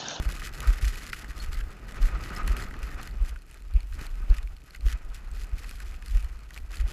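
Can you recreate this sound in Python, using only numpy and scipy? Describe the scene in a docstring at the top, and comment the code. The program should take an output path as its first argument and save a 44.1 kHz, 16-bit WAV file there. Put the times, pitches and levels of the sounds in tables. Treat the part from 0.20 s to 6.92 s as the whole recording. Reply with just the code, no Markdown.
"""Someone trudges through drifted snow in a blizzard, holding a small camera.
At first the wind is strong: filtered noise roars and rushes while bent low tones thump on the microphone.
Dry snow crunches and sprays as clumped random clicks, crust cracks as short noise bursts, and flakes tick.
Between about 1 and 2 s a small metal piece, perhaps a zip pull, tinks four times as a fading pure tone.
From about 3 s wind and crunches are mostly softer, the biggest thump comes near 4 s, and wind rises at the end."""
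import sys
import numpy as np
from scipy import signal
from scipy.fft import rfft, irfft, next_fast_len
from scipy.io import wavfile
from scipy.ndimage import uniform_filter1d

SR = 44100
rng = np.random.default_rng(int(sys.argv[2]) if len(sys.argv) > 2 else 0)


def log_audio(samples):
    """Write samples as a 16-bit WAV file to the path given in sys.argv[1]."""
    # one column per channel
    frames = np.atleast_2d(samples).T
    # limit to full scale, then quantise
    limited = np.clip(frames, -1, 1)
    pcm = np.round(limited * 32767).astype(np.int16)
    wavfile.write(sys.argv[1], SR, pcm)


N = 296352
TIME = np.arange(N) / SR  # seconds

# Levels in these tables are relative: each source adds its own trim in dB.
# buffets of air on the microphone, the strong ones about a stride apart:
# (time [s], level [dB], pitch at the middle [Hz], half length [s])
BUFFET_HITS = [(0.005, -19, 43.6, 0.0086), (0.071, -18.5, 49.6, 0.0081), (0.493, -10.5, 45.3, 0.013),
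               (0.635, -16, 50, 0.0062), (0.674, -18, 48, 0.015), (1.293, -21.5, 43.4, 0.0081),
               (1.383, -23.5, 37.3, .011), (1.841, -12, 32.8, 0.021), (1.952, -21.5, 39.4, 0.01),
               (2.312, -17, 45.3, 0.016), (2.656, -27, 48.5, 0.017), (2.97, -27, 42, 0.015),
               (3.025, -14.5, 39.4, 0.013), (3.562, -10.5, 42.7, 0.011), (4.111, -7.5, 35.3, 0.0098),
               (4.666, -12.5, 41.5, 0.0086), (4.744, -20, 45.4, 0.011), (5.34, -20, 45.7, .007),
               (5.958, -10.5, 42.8, 0.011), (6.051, -22.5, 34, 0.0095), (6.613, -16.5, 43.7, 0.014),
               (6.649, -17, 44.5, 0.01)]
# single cracks of snow crust: (time [s], level [dB], treble against body [dB], pitch [Hz])
CRUST_CRACKS = [(0.024, -29, -20, 1530), (0.0894, -27, -17, 1690), (0.1222, -31, -13, 2070),
                (0.218, -24.5, -28, 1470), (0.2717, -25.5, -19, 1480), (0.404, -28, -12, 1730),
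                (0.4727, -27.5, -12.5, 1430), (0.852, -33, -35, 1840), (0.93, -15, -25.5, 1580),
                (1.044, -29.5, -26, 1960), (1.3306, -33, -11.5, 1480), (1.4083, -26.5, -32, 1840),
                (2.2768, -19, -19.5, 1530), (2.318, -30.5, -20.5, 1600), (2.367, -26.5, -17, 1450),
                (2.509, -30, -30, 1790), (2.5389, -25.5, -35, 1430), (2.6295, -27.5, -22, 1830),
                (2.83, -41.5, -5, 2020), (2.874, -29.5, -18, 1600), (3.092, -46, -2.5, 1630),
                (3.1594, -31.5, -31, 1430), (3.724, -33, -33, 1580), (3.7916, -31, -23, 1590),
                (4.1416, -30, -24, 1900), (4.183, -29, -20, 1710), (4.229, -42, -12, 1920),
                (4.548, -29, -28, 2250), (4.5603, -40.5, -12, 1570), (4.9452, -42.5, -7, 2010),
                (5.442, -31.5, -31, 2000), (5.5105, -31.5, -16, 1490), (5.602, -31, -18, 1900),
                (5.742, -34, -26, 2530), (5.8234, -34, -20, 1950), (5.8604, -46.5, -2, 1680),
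                (5.971, -32, -18, 1936), (6.045, -38, -15, 1960), (6.3061, -31.5, -23, 1500),
                (6.343, -51.5, 2, 2540), (6.362, -32.5, -26, 1800), (6.539, -31, -29, 1950),
                (6.597, -28, -40, 2430)]
# range of pitch in the body of a crack, which has almost no bass: (low edge [Hz], high edge [Hz])
CRACK_BODY_RANGE = (1150, 2900)
# snow gives way underfoot or brushes the coat:
# (start [s], length before dying away [s], coarse crunch level [dB], fine powder level [dB])
SNOW_CRUNCHES = [(0.007, 0.042, -47, -47), (0.072, 0.13, -44, -48), (0.216, 0.058, -40, -42.5),
                 (0.31, 0.14, -47, -51), (0.445, 0.14, -41.5, -48.5), (0.604, 0.079, -38, -42.5),
                 (0.658, 0.37, -43.5, -48.5), (1.07, 0.041, -42.5, -52.5), (1.134, 0.1, -49, -53.5),
                 (1.177, 0.084, -45.5, -49.5), (1.301, 0.11, -44, -53), (1.474, 0.051, -51, -59),
                 (1.668, 0.1, -45.5, -55.5), (1.799, .09, -42.5, -48.5), (1.993, 0.098, -43.5, -51),
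                 (2.11, 0.069, -39.5, -50.5), (2.248, 0.076, -41.5, -50), (2.351, 0.099, -41, -48.5),
                 (2.605, 0.14, -44, -55.5), (2.787, 0.091, -47.5, -55.5), (3.031, 0.069, -49, -54),
                 (3.266, 0.11, -58, -63), (3.713, 0.044, -57, -55.5), (3.782, 0.079, -46, -52),
                 (3.894, 0.088, -63, -62.5), (4.126, 0.057, -53, -54), (4.454, 0.12, -54, -63),
                 (4.647, 0.082, -41.5, -47), (4.735, 0.029, -51, -57), (4.931, 0.041, -50, -51.5),
                 (5.129, 0.056, -55, -56), (5.182, 0.056, -52, -52), (5.344, 0.41, -54, -56),
                 (5.838, 0.17, -52.5, -55.5), (6.01, 0.14, -57.5, -64.5), (6.312, 0.073, -55, -57),
                 (6.498, 0.11, -47, -51.5), (6.665, .05, -59, -49)]
# tone balance of coarse crunching snow: (frequency [Hz], level [dB])
CRUNCH_TONE = [(300, 1), (900, -16), (1200, 5), (1500, 3.5), (2000, 7.5), (2800, -8), (3600, -11.5),
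               (5000, -25), (8000, -30), (15000, -28)]
# tone balance of fine powder, also used for the treble of cracks: (frequency [Hz], level [dB])
POWDER_TONE = [(1000, -24.5), (2500, 5), (4000, 2), (5500, 0.5), (7500, 1), (8800, -6.5), (10200, -3),
               (11300, -3.5), (12800, -6), (15000, -16)]
# strength of the wind, which drives roar, rush and drifting snow: (time [s], level [dB])
WIND_STRENGTH = [(0.0, -45), (0.2, -48), (0.3, -52), (0.44, -43.5), (0.56, -51.5), (1.0, -51.5),
                 (1.6, -52.5), (1.77, -46.5), (2.05, -44.5), (2.4, -43), (2.57, -50), (2.84, -48.5),
                 (3.15, -59), (3.21, -60.5), (3.73, -60.5), (3.79, -47.5), (3.93, -57), (4.02, -53.5),
                 (4.12, -54.5), (4.3, -62), (4.58, -58.5), (4.72, -55.5), (5.03, -58), (5.14, -54.5),
                 (5.23, -56.5), (5.36, -55.5), (6.2, -59), (6.5, -59), (6.72, -50)]
# tone balance of the rushing air: (frequency [Hz], level [dB])
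RUSH_TONE = [(200, -19.5), (450, -3), (750, 2), (1020, 0.5), (1200, 3), (1550, -1.5), (2000, -4.5),
             (2300, -2.5), (2600, -2.5), (3200, -12.5), (7000, -19.5), (15000, -71)]
# cavity that the wind blows across: (frequency [Hz], width [Hz], lift at the strongest rush before waver [dB])
BLOWN_CAVITY = [(1259, 59, 12), (1430, 78, 0.5)]
# tone balance of the low roar: (frequency [Hz], level [dB])
ROAR_TONE = [(55, -12.5), (100, 5), (140, 4), (200, -1.5), (300, -4), (400, -6.5), (550, -12), (900, -18.5),
             (2000, -62.5)]
# turbulence on the microphone between the buffets: (time [s], level [dB])
RUMBLE_STRENGTH = [(0.0, -40), (0.94, -42), (1.26, -34), (1.64, -40.5), (2.4, -31.5), (2.58, -40.5),
                   (3.12, -35.5), (3.22, -48.5), (3.5, -50), (3.7, -33), (4.26, -35), (4.38, -50),
                   (4.56, -48.5), (4.85, -35), (5.02, -43.5), (5.16, -34), (5.27, -41.5), (5.55, -33),
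                   (6.26, -45.5), (6.44, -36.5), (6.72, -36.5)]
# tone balance of that turbulence: (frequency [Hz], level [dB])
RUMBLE_TONE = [(10, -26.5), (21, -2.5), (33, 1.5), (48, 0), (64, -5), (84, -20.5), (120, -36.5), (200, -52),
               (400, -65)]
# bands in which a flake ticks on the camera body: (frequency [Hz], width [Hz], level [dB])
FLAKE_BANDS = [(1670, 2000, -29), (2420, 370, 4), (4320, 330, 1), (5070, 3100, -25), (8200, 1300, -0.5),
               (11640, 720, -4.5), (12600, 4000, -9)]
# metal tinks: (time [s], level at the start [dB], pitch [Hz])
METAL_TINKS = [(0.899, -48, 5220), (1.201, -36, 4330), (1.21, -43, 4320), (2.163, -34.5, 5200)]
# cavities of the housing in front of the microphone: (frequency [Hz], width [Hz], lift [dB])
HOUSING_CAVITIES = [(1506, 168, 5.5), (1910, 140, 3), (2523, 17, 7), (2960, 59, 4.5), (4270, 57, 5.5),
                    (4980, 180, 4.5), (10740, 320, 3)]

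# a crunch builds quickly, sags while the snow packs, then dies away; the powder settles sooner
CRUNCH_ATTACK_S, CRUNCH_RELEASE_S, POWDER_RELEASE_S = 0.023, 0.025, 0.011
CRUNCH_SAG_DB_PER_S = 8
# snow that drifts past all the time: level at mean wind before trim, and share of the wind's swing it follows
DRIFT_COARSE_DB, DRIFT_COARSE_FOLLOWS = -57, 1
DRIFT_FINE_DB, DRIFT_FINE_FOLLOWS = -65, 0.18


def buffets(level_db, lag, sharpness):
    """An eddy swings the pressure down and up; the microphone's lag makes each thump start fast and slow down."""
    out = np.zeros(N)
    for start, db, hz, half in BUFFET_HITS:
        t = TIME - start
        # bend time so that the swing slows as it goes on
        bent = np.log(np.maximum(1 + lag * t / half, 1e-6)) * half / lag
        swell = 1 / np.cosh(sharpness * bent / half)
        out += from_db(db + level_db) * np.sin(2 * np.pi * hz * bent) * swell
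    return out


def cracks(body_db, treble_db, body_peak_s, treble_peak_s, edge_hz):
    """Crust gives way in a burst of fractures a few milliseconds long, each with a rough pitch."""
    body, edge = np.zeros(N), np.zeros(N)
    t = np.arange(SR // 30) / SR
    # each burst rises to its peak and then fades
    body_shape = t / body_peak_s * np.exp(1 - t / body_peak_s)
    treble_shape = t / treble_peak_s * np.exp(1 - t / treble_peak_s)
    for start, db, share_db, hz in CRUST_CRACKS:
        first = int(start * SR)
        at = slice(first, first + len(t))
        coarse, fine = rng.standard_normal((2, len(t)))
        coarse = even(band(coarse, hz, width=1100), seconds=0.0025)
        body[at] += coarse * from_db(db + body_db) * body_shape
        edge[at] += fine * from_db(db + share_db + treble_db) * treble_shape
    body_filter = signal.butter(3, CRACK_BODY_RANGE, "band", fs=SR, output="sos")
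    edge_filter = signal.butter(1, edge_hz, "high", fs=SR, output="sos")
    body = signal.sosfilt(body_filter, body + 1e-18)
    edge = signal.sosfilt(edge_filter, edge + 1e-18)
    return body + colour(edge, POWDER_TONE)


def snow(coarse_db, fine_db, crunch_db, powder_db, crunch_clump_db, powder_clump_db, shared):
    """Ice grains break in clumps, which the coarse crunch and the fine spray partly share."""
    clumps = 0.82 * wander(rate=29) + 0.6 * wander(rate=400)
    fine_clumps = shared * clumps + np.sqrt(1 - shared ** 2) * wander(rate=225)
    coarse = grains(per_s=12000, spread_db=4.0) * from_db(crunch_clump_db * clumps)
    fine = grains(per_s=20000, spread_db=5.0) * from_db(powder_clump_db * fine_clumps)
    coarse = even(coarse, seconds=0.029)
    fine = even(fine, seconds=0.054)
    crunch = colour(coarse * from_db(coarse_db + crunch_db), CRUNCH_TONE)
    powder = colour(fine * from_db(fine_db + powder_db), POWDER_TONE)
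    return crunch + powder


def snow_levels():
    """Coarse and fine snow in dB: drifting snow follows the wind, with the crunches on top."""
    swing_db = wind_swing()
    # add up as power, since separate noises add that way
    coarse = from_db(DRIFT_COARSE_DB + DRIFT_COARSE_FOLLOWS * swing_db) ** 2
    fine = from_db(DRIFT_FINE_DB + DRIFT_FINE_FOLLOWS * swing_db) ** 2
    for start, length, coarse_db, fine_db in SNOW_CRUNCHES:
        at = slice(max(int(start * SR), 0), int((start + length) * SR) + SR // 4)
        t = TIME[at] - start
        sag_db = CRUNCH_SAG_DB_PER_S * (t - length / 2)
        coarse_shape = envelope(t, CRUNCH_ATTACK_S, length, CRUNCH_RELEASE_S)
        fine_shape = envelope(t, CRUNCH_ATTACK_S, length, POWDER_RELEASE_S)
        coarse[at] += (from_db(coarse_db - sag_db) * coarse_shape) ** 2
        fine[at] += (from_db(fine_db - sag_db) * fine_shape) ** 2
    return 10 * np.log10(coarse), 10 * np.log10(fine)


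def rush(level_db, follows, buffet_db, flutter_db, cavity_growth, waver_db):
    """Fluttering air noise follows wind and buffets; blowing harder sounds the cavity more, in a wavering howl."""
    steady = from_db(level_db + follows * wind_swing())
    stirred = from_db(buffet_db) * wakes(rise_s=0.025, decay_s=0.076)
    gain = np.hypot(steady, stirred)
    db = 20 * np.log10(gain)
    flutter = from_db(flutter_db * wander(rate=22))
    air = colour(rms_one(rng.standard_normal(N) * flutter), RUSH_TONE)
    howl_db = cavity_growth * (db - db.max()) + waver_db * wander(rate=27)
    howl = (resonate(air, BLOWN_CAVITY) - air) * from_db(howl_db)
    return gain * (air + howl)


def roar(level_db, lump_db, buffet_db):
    """Mid-sized eddies give a lumpy low roar, which flares briefly with each buffet."""
    db, = in_time(WIND_STRENGTH)
    flare = from_db(buffet_db) * wakes(rise_s=0.021, decay_s=0.017)
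    gain = np.hypot(from_db(db + level_db), flare)
    air = rms_one(rng.standard_normal(N) * from_db(lump_db * wander(rate=70)))
    return gain * even(colour(air, ROAR_TONE), seconds=0.18)


def rumble(level_db, wake_db, lump_db):
    """Smaller eddies roll over the microphone in lumps, and more strongly around a buffet."""
    db, = in_time(RUMBLE_STRENGTH)
    stirred = from_db(wake_db) * wakes(rise_s=0.049, decay_s=0.097)
    gain = np.hypot(from_db(db + level_db), stirred)
    lumps = from_db(lump_db * wander(rate=6.4))
    return gain * lumps * even(colour(rng.standard_normal(N), RUMBLE_TONE), seconds=0.072)


def puffs(level_db, hz, width, half_s, lag_s):
    """A buffet forces a short puff of air through the microphone port, louder when it is stronger."""
    flow = np.zeros(N)
    for start, db, _, _ in BUFFET_HITS:
        flow += from_db(db + level_db) * np.exp(-0.5 * ((TIME - start - lag_s) / half_s) ** 2)
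    return flow * rms_one(band(rng.standard_normal(N), hz, width))


def flakes(fine_db, per_s, level_db, follow, spread_db, colour_db, decay_s):
    """Hard flakes tick on the camera, each in its own colour, louder when more snow flies."""
    count = 260  # equal time slots, each with a chance of one flake
    draws = rng.random((count, 2))
    at = ((np.arange(count) + draws[:, 0]) / count * (N - 1)).astype(int)
    lands = rng.random(count) < per_s * N / SR / count
    db = level_db + follow * (fine_db[at] - fine_db.mean()) + spread_db * draws[:, 1] ** 2
    out = np.zeros(N)
    for hz, width, mode_db in FLAKE_BANDS:
        own_db = colour_db * (2 * rng.random(count) - 2.0)
        hits = np.zeros(N)
        hits[at] = lands * from_db(db + mode_db + own_db)
        burst = signal.lfilter([1], [1, -np.exp(-1 / (decay_s * SR))], hits + 1e-18)
        same_power = np.sqrt(SR / np.pi / width)  # at any width
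        out += band(burst * rng.standard_normal(N), hz, width) * same_power
    return out


def tinks(t60):
    """A small piece of metal rings on one pitch, fading by 60 dB in t60 seconds."""
    out = np.zeros(N)
    for start, db, hz in METAL_TINKS:
        t = np.clip(TIME - start, 0, 1)
        out += from_db(db - 60 * np.minimum(t / t60, 3)) * np.sin(2 * np.pi * hz * t)
    return out


def wakes(rise_s, decay_s):
    """Gain of the air stirred by the buffets: it swells up to each one and dies away after it."""
    start, db, _, _ = np.transpose(BUFFET_HITS)
    coarse_time = TIME[::40]  # a slow curve needs few points
    t = coarse_time - start[:, None]
    gain = from_db(db)[:, None] * np.exp(-np.maximum(-t / rise_s, t / decay_s))
    return np.interp(TIME, coarse_time, np.sqrt(np.sum(gain ** 2, axis=0)))


def wind_swing():
    """How far the wind is above or below its mean, in dB."""
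    db, = in_time(WIND_STRENGTH)
    return db - db.mean()


def envelope(t, attack_s, hold_s, release_s):
    """Gain that rises from time zero, stays up until hold_s, and then dies away."""
    return np.clip(t / attack_s, 0, 1) * np.exp(-np.maximum(t - hold_s, 0) / release_s)


def grains(per_s, spread_db):
    """Random clicks, many small and a few large."""
    sizes = from_db(spread_db * np.minimum(rng.exponential(1, N), 5))
    return rms_one((rng.random(N) < per_s / SR) * sizes * rng.choice([-1, 1], N))


def wander(rate):
    """Smooth random curve with spread 1, changing about rate times a second."""
    hz = np.arange(N // 2 + 1) * SR / N
    return rms_one(irfft(rfft(rng.standard_normal(N)) / (1 + (hz / rate) ** 4), N))


def colour(x, points):
    """Filter that gives a tone balance without sounding early, and keeps the power of white noise."""
    size = next_fast_len(N + SR // 2) // 2 * 2
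    table_hz, db = np.transpose(points)
    hz = np.arange(size // 2 + 1) * SR / size
    gain = rms_one(from_db(np.interp(np.log(hz + 1), np.log(table_hz), db)))
    # fold the cepstrum (spectrum of the log gain) so that the filter only rings after its input
    cepstrum = irfft(np.log(gain))
    cepstrum[1:size // 2] *= 2
    cepstrum[size // 2 + 1:] = 0
    return irfft(rfft(x, size) * np.exp(rfft(cepstrum)))[:N]


def band(x, hz, width):
    """One resonance with a gain of about 1 on top."""
    r = np.exp(-np.pi * width / SR)
    poles = [1, -2 * r * np.cos(2 * np.pi * hz / SR), r * r]
    return signal.lfilter([1, 0, -1], poles, x + 1e-18) * (1 - r * r) / 2


def resonate(x, modes):
    """Each cavity in turn lifts a narrow band."""
    for hz, width, lift_db in modes:
        x = x + (from_db(lift_db) - 1) * band(x, hz, width)
    return x


def even(x, seconds):
    """Take the slow swells out of a noise, leaving its fine texture at rms 1."""
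    return x / np.sqrt(uniform_filter1d(x ** 2, max(int(seconds * SR), 2)) + 1e-12)


def in_time(rows):
    """Each column of a table at every sample."""
    s, *columns = np.transpose(rows)
    return [np.interp(TIME, s, c) for c in columns]


def from_db(db):
    """Decibels to gain."""
    return 10 ** (np.asarray(db) / 20)


def rms_one(x):
    """Scale to an rms (average strength) of 1."""
    return x / np.sqrt(np.mean(x ** 2) + 1e-20)


def scene():
    """Wind and snow pass through the housing; thumps, rumble, ticks and tinks do not."""
    coarse_db, fine_db = snow_levels()
    pressure = buffets(level_db=1.0, lag=0.16, sharpness=1.2)
    pressure = pressure + rumble(level_db=0.5, wake_db=-19, lump_db=3.16)
    ice = cracks(body_db=-11.5, treble_db=9.5, body_peak_s=0.0016, treble_peak_s=0.00062, edge_hz=4200)
    ice = ice + snow(coarse_db, fine_db, crunch_db=-7.5, powder_db=-1.5,
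                     crunch_clump_db=5.5, powder_clump_db=4.5, shared=0.85)
    wind = rush(level_db=-58.0, follows=0.86, buffet_db=-45.5,
                flutter_db=2.93, cavity_growth=0.77, waver_db=2.5)
    wind = wind + roar(level_db=0.5, lump_db=2.5, buffet_db=-36.0)
    wind = wind + puffs(level_db=-50, hz=2460, width=370, half_s=0.045, lag_s=0.015)
    ticks = flakes(fine_db, per_s=32, level_db=-52, follow=0.55, spread_db=13, colour_db=7, decay_s=0.0009)
    housed = resonate(wind + ice, HOUSING_CAVITIES)
    return (housed + ticks + tinks(t60=0.034) + pressure)[None]


def record(dry):
    """Cut the treble steeply above 15400 Hz."""
    return signal.sosfilt(signal.ellip(10, 0.2, 80, 15400, fs=SR, output="sos"), dry)


dry = scene()
out = record(dry)
log_audio(out)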